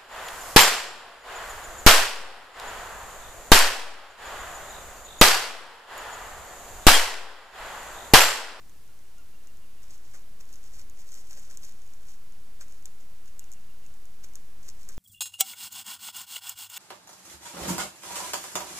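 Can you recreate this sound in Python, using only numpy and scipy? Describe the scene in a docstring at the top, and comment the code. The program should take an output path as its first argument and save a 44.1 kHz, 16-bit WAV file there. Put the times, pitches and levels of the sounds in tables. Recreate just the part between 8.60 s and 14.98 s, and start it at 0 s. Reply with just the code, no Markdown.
"""Two wild turkeys strut on dry leaf litter at the edge of a wood.
Feet and trailing wing tips crackle through the leaves in swells of tiny fractures; heavy steps thud
on the soil, and now and then a leaf or twig snaps and rings. Far birds call faintly among the trees,
over a low rumble of air and the steady hiss and thin electronic whine of two microphones."""
import sys
import numpy as np
from scipy import signal
from scipy.fft import rfft, irfft
from scipy.io import wavfile

SR = 44100
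rng = np.random.default_rng(int(sys.argv[2]) if len(sys.argv) > 2 else 0)


def store_pcm(level_fs):
    """Save levels as 16-bit WAV."""
    pcm = np.round(np.clip(level_fs, -1, 1) * 32767).astype(np.int16)
    wavfile.write(sys.argv[1], SR, np.atleast_2d(pcm).T)


N = 281358
TIME = np.arange(N) / SR
FREQ = np.arange(N // 2 + 1) * SR / N

# footfalls: time_s, crunch_db, scuff_db, soil_weight (0-1)
FOOTFALLS = [(1.235, -53.5, -67, 0), (1.548, -48.5, -58, .7), (1.809, -54.5, -67, 0.3),
             (2.196, -52.5, -70, 0.1), (2.528, -49, -70, 0.06), (2.722, -56, -65, 0.1),
             (2.773, -49.5, -60, 1), (2.909, -50, -63, 0.1), (2.942, -53, -74, 0.1), (3.033, -48, -72, 0),
             (3.119, -57, -74, 0.05), (4.016, -45.5, -58, 0), (4.261, -57, -64, 0.1), (4.408, -58, -74, 0),
             (4.677, -58, -78, 0.2), (5.245, -58, -72, 0.14), (5.644, -48.5, -70, 0),
             (5.762, -56, -65, 0.2), (6.089, -47.5, -70, 0.15), (6.296, -49, -55.5, 0.9)]


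def undb(db):
    """Decibels to gain."""
    return 10 ** (np.asarray(db) / 20)


def gains(points):
    """Gain at each FREQ from (freq_hz, gain_db) points."""
    hz, db = np.transpose(points)
    return undb(np.interp(np.log(FREQ + 1), np.log(hz), db))


def colour(x, points):
    """Minimum-phase filter of the given shape; keeps the power of white noise."""
    gain = gains(points)
    cepstrum = irfft(np.log(gain / np.sqrt(np.mean(gain ** 2))), N)
    cepstrum[1:N // 2] *= 2
    cepstrum[N // 2 + 1:] = 0
    return irfft(rfft(x) * np.exp(rfft(cepstrum)), N)


def add(track, start_s, sound):
    """Mix a short sound into the track."""
    i = int(np.clip(start_s * SR, 0, N - 1))
    track[i:i + len(sound)] += sound[:N - i]


def walk(per_s):
    """Smooth random wander, unit spread."""
    x = np.interp(TIME * per_s, np.arange(N), rng.standard_normal(N))
    return x / x.std()


def swell(peak_s, rise_s, fall_s, hold_s=0):
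    """Envelope: exponential rise to 1, hold, exponential fall."""
    depth = np.maximum((peak_s - TIME) / rise_s, (TIME - peak_s - hold_s) / fall_s)
    return np.exp(-np.clip(depth, 0, 20))


def crackle(per_s, spread_db):
    """Tiny fractures: random impulses of uneven size, unit power."""
    size = undb(spread_db * np.clip(rng.standard_normal(N), -2, 2))
    x = (rng.random(N) < per_s / SR) * size * np.sign(rng.standard_normal(N))
    return x / x.std()


def air_and_hiss(gain_db=-54, bass_lean_db=0.97, flicker_db=-0.5):
    """Open air rumbles, a little to the left, and swells with the breeze; microphone hiss stays even."""
    # rumble and hiss spectrum: freq_hz, gain_db
    spectrum = [(20, -16), (35, -20), (60, -24.5), (100, -29.5), (170, -34.5), (280, -38.5), (520, -41.5),
                (1400, -45), (2300, -47.5), (4000, -49.5), (6500, -49.5), (10000, -51.5), (15000, -52)]
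    # stereo width: freq_hz, side_to_mid_db
    width = [(30, -3.5), (120, -4.5), (500, -4.8), (1300, -5.3), (2600, -4), (15000, -4)]
    # rumble swells: time_s, gain_db
    breeze = [(0, -0.5), (1.9, 1.5), (2.15, 3.5), (2.45, 0), (5.7, 1), (6.3, 4.5)]
    mid, side = (rfft(colour(rng.standard_normal(N), spectrum)) for _ in range(2))
    side = side * gains(width)
    lean = undb(bass_lean_db / (1 + (FREQ / 600) ** 2))
    low_cut = FREQ / np.hypot(FREQ, 14)
    air = low_cut * np.array([(mid + side) * lean, (mid - side) / lean])
    bass = 1 / (1 + (FREQ / 110) ** 2)
    gust = undb(np.interp(TIME, *np.transpose(breeze)) + flicker_db * walk(per_s=5))
    return undb(gain_db) * (gust * irfft(air * bass, N) + irfft(air * (1 - bass), N))


def whine(drift_hz=4):
    """The electronics give off faint, slightly wandering tones."""
    # whine tones: pitch_hz, rms_db
    tones = [(9800, -90), (9860, -91)]
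    track = np.zeros(N)
    for hz, db in tones:
        pitch_hz = hz + drift_hz * walk(per_s=8.9)
        track += np.sqrt(2) * undb(db) * np.sin(2 * np.pi * np.cumsum(pitch_hz) / SR)
    return track


def scatter(x, t60_s):
    """Diffuse echo from trunks and ground, different at each microphone."""
    t = TIME[:SR // 2]
    echo = rng.standard_normal((2, len(t))) * np.exp(-np.log(1000) * t / t60_s)
    echo /= np.sqrt(np.mean(np.sum(echo ** 2, axis=1)))
    return signal.fftconvolve(x[None], echo, axes=1)[:, :N]


def far_birds(note_s=.052, droop=.1, rasp_hz=42, echo_s=.058, echo_db=-8):
    """Runs of thin, hoarse notes that droop in pitch and flutter on their way through the wood."""
    # call runs: start_s, end_s, spacing_s, pitch_hz, level_db
    runs = [(0.135, 1.25, .147, 2840, -67), (4.655, 5.3, .142, 2840, -66), (0.281, .7, .292, 1430, -66)]
    track, wobble_hz = np.zeros(N), rasp_hz * walk(per_s=450)
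    u = np.linspace(0, 1, int(note_s * SR))
    arch = np.sqrt(np.sin(np.pi * u).clip(0))
    for start_s, end_s, spacing_s, hz, db in runs:
        for onset_s in np.arange(start_s, end_s, spacing_s):
            progress = (onset_s - start_s) / (end_s - start_s)
            effort_db = -6 * abs(progress - .65)  # loudest just past mid-run
            pitch_hz = hz * (1 - droop * u ** 2) + wobble_hz[int(onset_s * SR):][:len(u)]
            note = undb(db + effort_db) * arch * np.sin(2 * np.pi * np.cumsum(pitch_hz) / SR)
            add(track, onset_s, note)
            add(track, onset_s + echo_s, undb(echo_db) * note)
    flutter = 1 + .35 * walk(per_s=150)
    return undb(-1) * track * flutter


def leaf_ticks(count=20, mean_db=-58, spread_db=2):
    """Further small breaks at random times; returns rows of time_s, level_db."""
    times_s = (np.arange(count) + rng.random(count)) * TIME[-1] / count
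    return list(zip(times_s, mean_db - spread_db * rng.standard_normal(count)))


def snaps(leaf_db=-53.5, leaf_hz=6750, hz_per_db=51, ring_width_hz=1900, tear_s=.00057, tail_s=.0043):
    """A break tears, rings and splinters. Louder ones are stiffer twigs: higher ring, fewer splinters."""
    # leaf and twig breaks: time_s, level_db
    breaks = [(0.0959, -54), (0.3911, -60), (0.8726, -51.5), (1.2325, -54), (1.9288, -50.5), (1.9578, -49),
              (2.1364, -54), (2.2982, -48), (2.5205, -46), (2.5427, -45), (2.796, -52), (2.9732, -38),
              (3.0518, -46.5), (3.3368, -54), (4.1239, -54), (4.2568, -35.5), (4.7945, -37.5),
              (4.8418, -54), (4.918, -45.5), (4.9265, -48), (4.936, -47.5), (5.2643, -53), (5.4554, -53.5),
              (5.7365, -53), (5.7557, -36.5), (6.2326, -48.5), (6.2898, -40.5)]
    # snap spectrum: freq_hz, gain_db
    spectrum = [(300, -27), (1500, -29), (3300, -8), (4500, -12), (5500, -2), (6900, 3.5), (8000, -3),
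                (9800, -4), (12500, -0.5), (15500, -21.5)]
    t = TIME[:2048] - TIME[128]  # the tear begins ahead of the break at t = 0
    after = np.maximum(t, 0)
    track, splinters = np.zeros(N), crackle(per_s=6000, spread_db=5)
    for k, (time_s, db) in enumerate(breaks + leaf_ticks()):
        ring_hz = leaf_hz + hz_per_db * (db - leaf_db)
        tail_db = -9 - .03 * (db - leaf_db)
        grains = np.roll(splinters, -k * len(t))[:len(t)]
        ring = (t >= 0) * np.exp(-np.pi * ring_width_hz * after) * np.cos(2 * np.pi * ring_hz * t)
        click = 1.05 * (ring_hz / 7000) ** 6 * (t == 0)  # harder for stiff twigs
        tear = grains * np.exp(-abs(t) / tear_s)
        tail = grains * (t > 0) * np.exp(-after / tail_s)
        parts = [(ring + click, 0), (tear, -5), (tail, tail_db)]
        snap = sum(undb(part_db) * x / np.linalg.norm(x) for x, part_db in parts)
        add(track, time_s + t[0], undb(db) * snap)
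    return undb(16.5) * colour(track, spectrum)


def resonance(x, centre_hz, edge_ratio=1.375):
    """Broad band-pass, output at unit power."""
    edges_hz = [centre_hz / edge_ratio, centre_hz * edge_ratio]
    band = signal.sosfilt(signal.butter(2, edges_hz, "bandpass", fs=SR, output="sos"), x)
    return band / band.std()


def scuffs(litter_hz=1450, soil_hz=540, thud_db=-61.5):
    """A foot presses coarse grains out of the packed litter; a heavy step also thuds on the soil."""
    track, grains = np.zeros(N), crackle(per_s=4600, spread_db=2.5)
    litter, soil = resonance(grains, litter_hz), resonance(grains, soil_hz)
    for time_s, _, scuff_db, weight in FOOTFALLS:
        press = swell(time_s, rise_s=.008, fall_s=.013)
        track += press * (undb(scuff_db) * litter + weight * undb(thud_db) * soil)
    return undb(2.5) * track


def rustles(clump_db=3.5, sharp_db=-3, catch_db=3):
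    """Each step or wing drag is a swell of fine, clumped leaf fractures with sparser, sharper ones."""
    # wing tips dragged through the litter: start_s, hold_s, level_db
    drags = [(1.32, 0.031, -58.5), (1.462, 0.13, -62.5), (1.909, 0.046, -57), (2.043, 0.028, -59),
             (2.145, 0.073, -59), (2.38, 0.027, -59), (2.503, .10, -55), (2.657, .27, -57.5),
             (3.035, 0.053, -58.5), (3.18, 0.17, -66.5), (3.471, 0.048, -56.5), (4.11, .07, -65),
             (6.056, 0.035, -58), (6.187, 0.25, -62)]
    # dry leaf spectrum: freq_hz, gain_db
    spectrum = [(200, -14), (1500, -12), (2800, -9), (4400, -7.5), (5600, -2.5), (6600, 0), (7800, -4),
                (9000, -13.5), (10300, -2.5), (12800, -12.5), (15500, -24.5)]
    step_power = sum((undb(db) * swell(time_s, rise_s=.0074, fall_s=.013)) ** 2
                     for time_s, db, _, _ in FOOTFALLS)
    drag_power = sum((undb(db) * swell(start_s, rise_s=.029, fall_s=.025, hold_s=hold_s)) ** 2
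                     for start_s, hold_s, db in drags)
    catching = undb(catch_db * np.clip(walk(per_s=55), -1.5, 1.5))  # feathers catch and slip
    envelope = np.sqrt(step_power + drag_power * catching ** 2)
    fine = crackle(per_s=3600, spread_db=6.5) * undb(clump_db * walk(per_s=290))
    sharp = undb(sharp_db) * crackle(per_s=450, spread_db=2.5)
    return undb(-2) * colour(envelope * (fine + sharp), spectrum)


def scene(left_lag_ms=.142):
    """The turkeys are off to the right, so their sound reaches the left microphone later."""
    turkeys = rustles() + scuffs() + snaps()
    birds = far_birds()
    left = irfft(rfft(turkeys) * np.exp(-2j * np.pi * FREQ * left_lag_ms / 1000), N)
    ground = undb(-13) * scatter(turkeys, t60_s=.035)
    wood = undb(-15) * scatter(turkeys, t60_s=.6)
    far = birds + undb(-8) * scatter(birds, t60_s=.3)
    return np.array([left, turkeys]) + ground + wood + far + air_and_hiss() + whine()


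def record(dry, cutoff_hz=15450, settle_s=1.1):
    """The input stage cuts the top steeply and settles slowly onto a small DC offset."""
    lowpass = signal.ellip(10, .1, 70, cutoff_hz, fs=SR, output="sos")
    offset = -.034 + .025 * np.exp(-TIME / settle_s)
    return signal.sosfilt(lowpass, dry) + offset


dry = scene()
out = record(dry)
store_pcm(out)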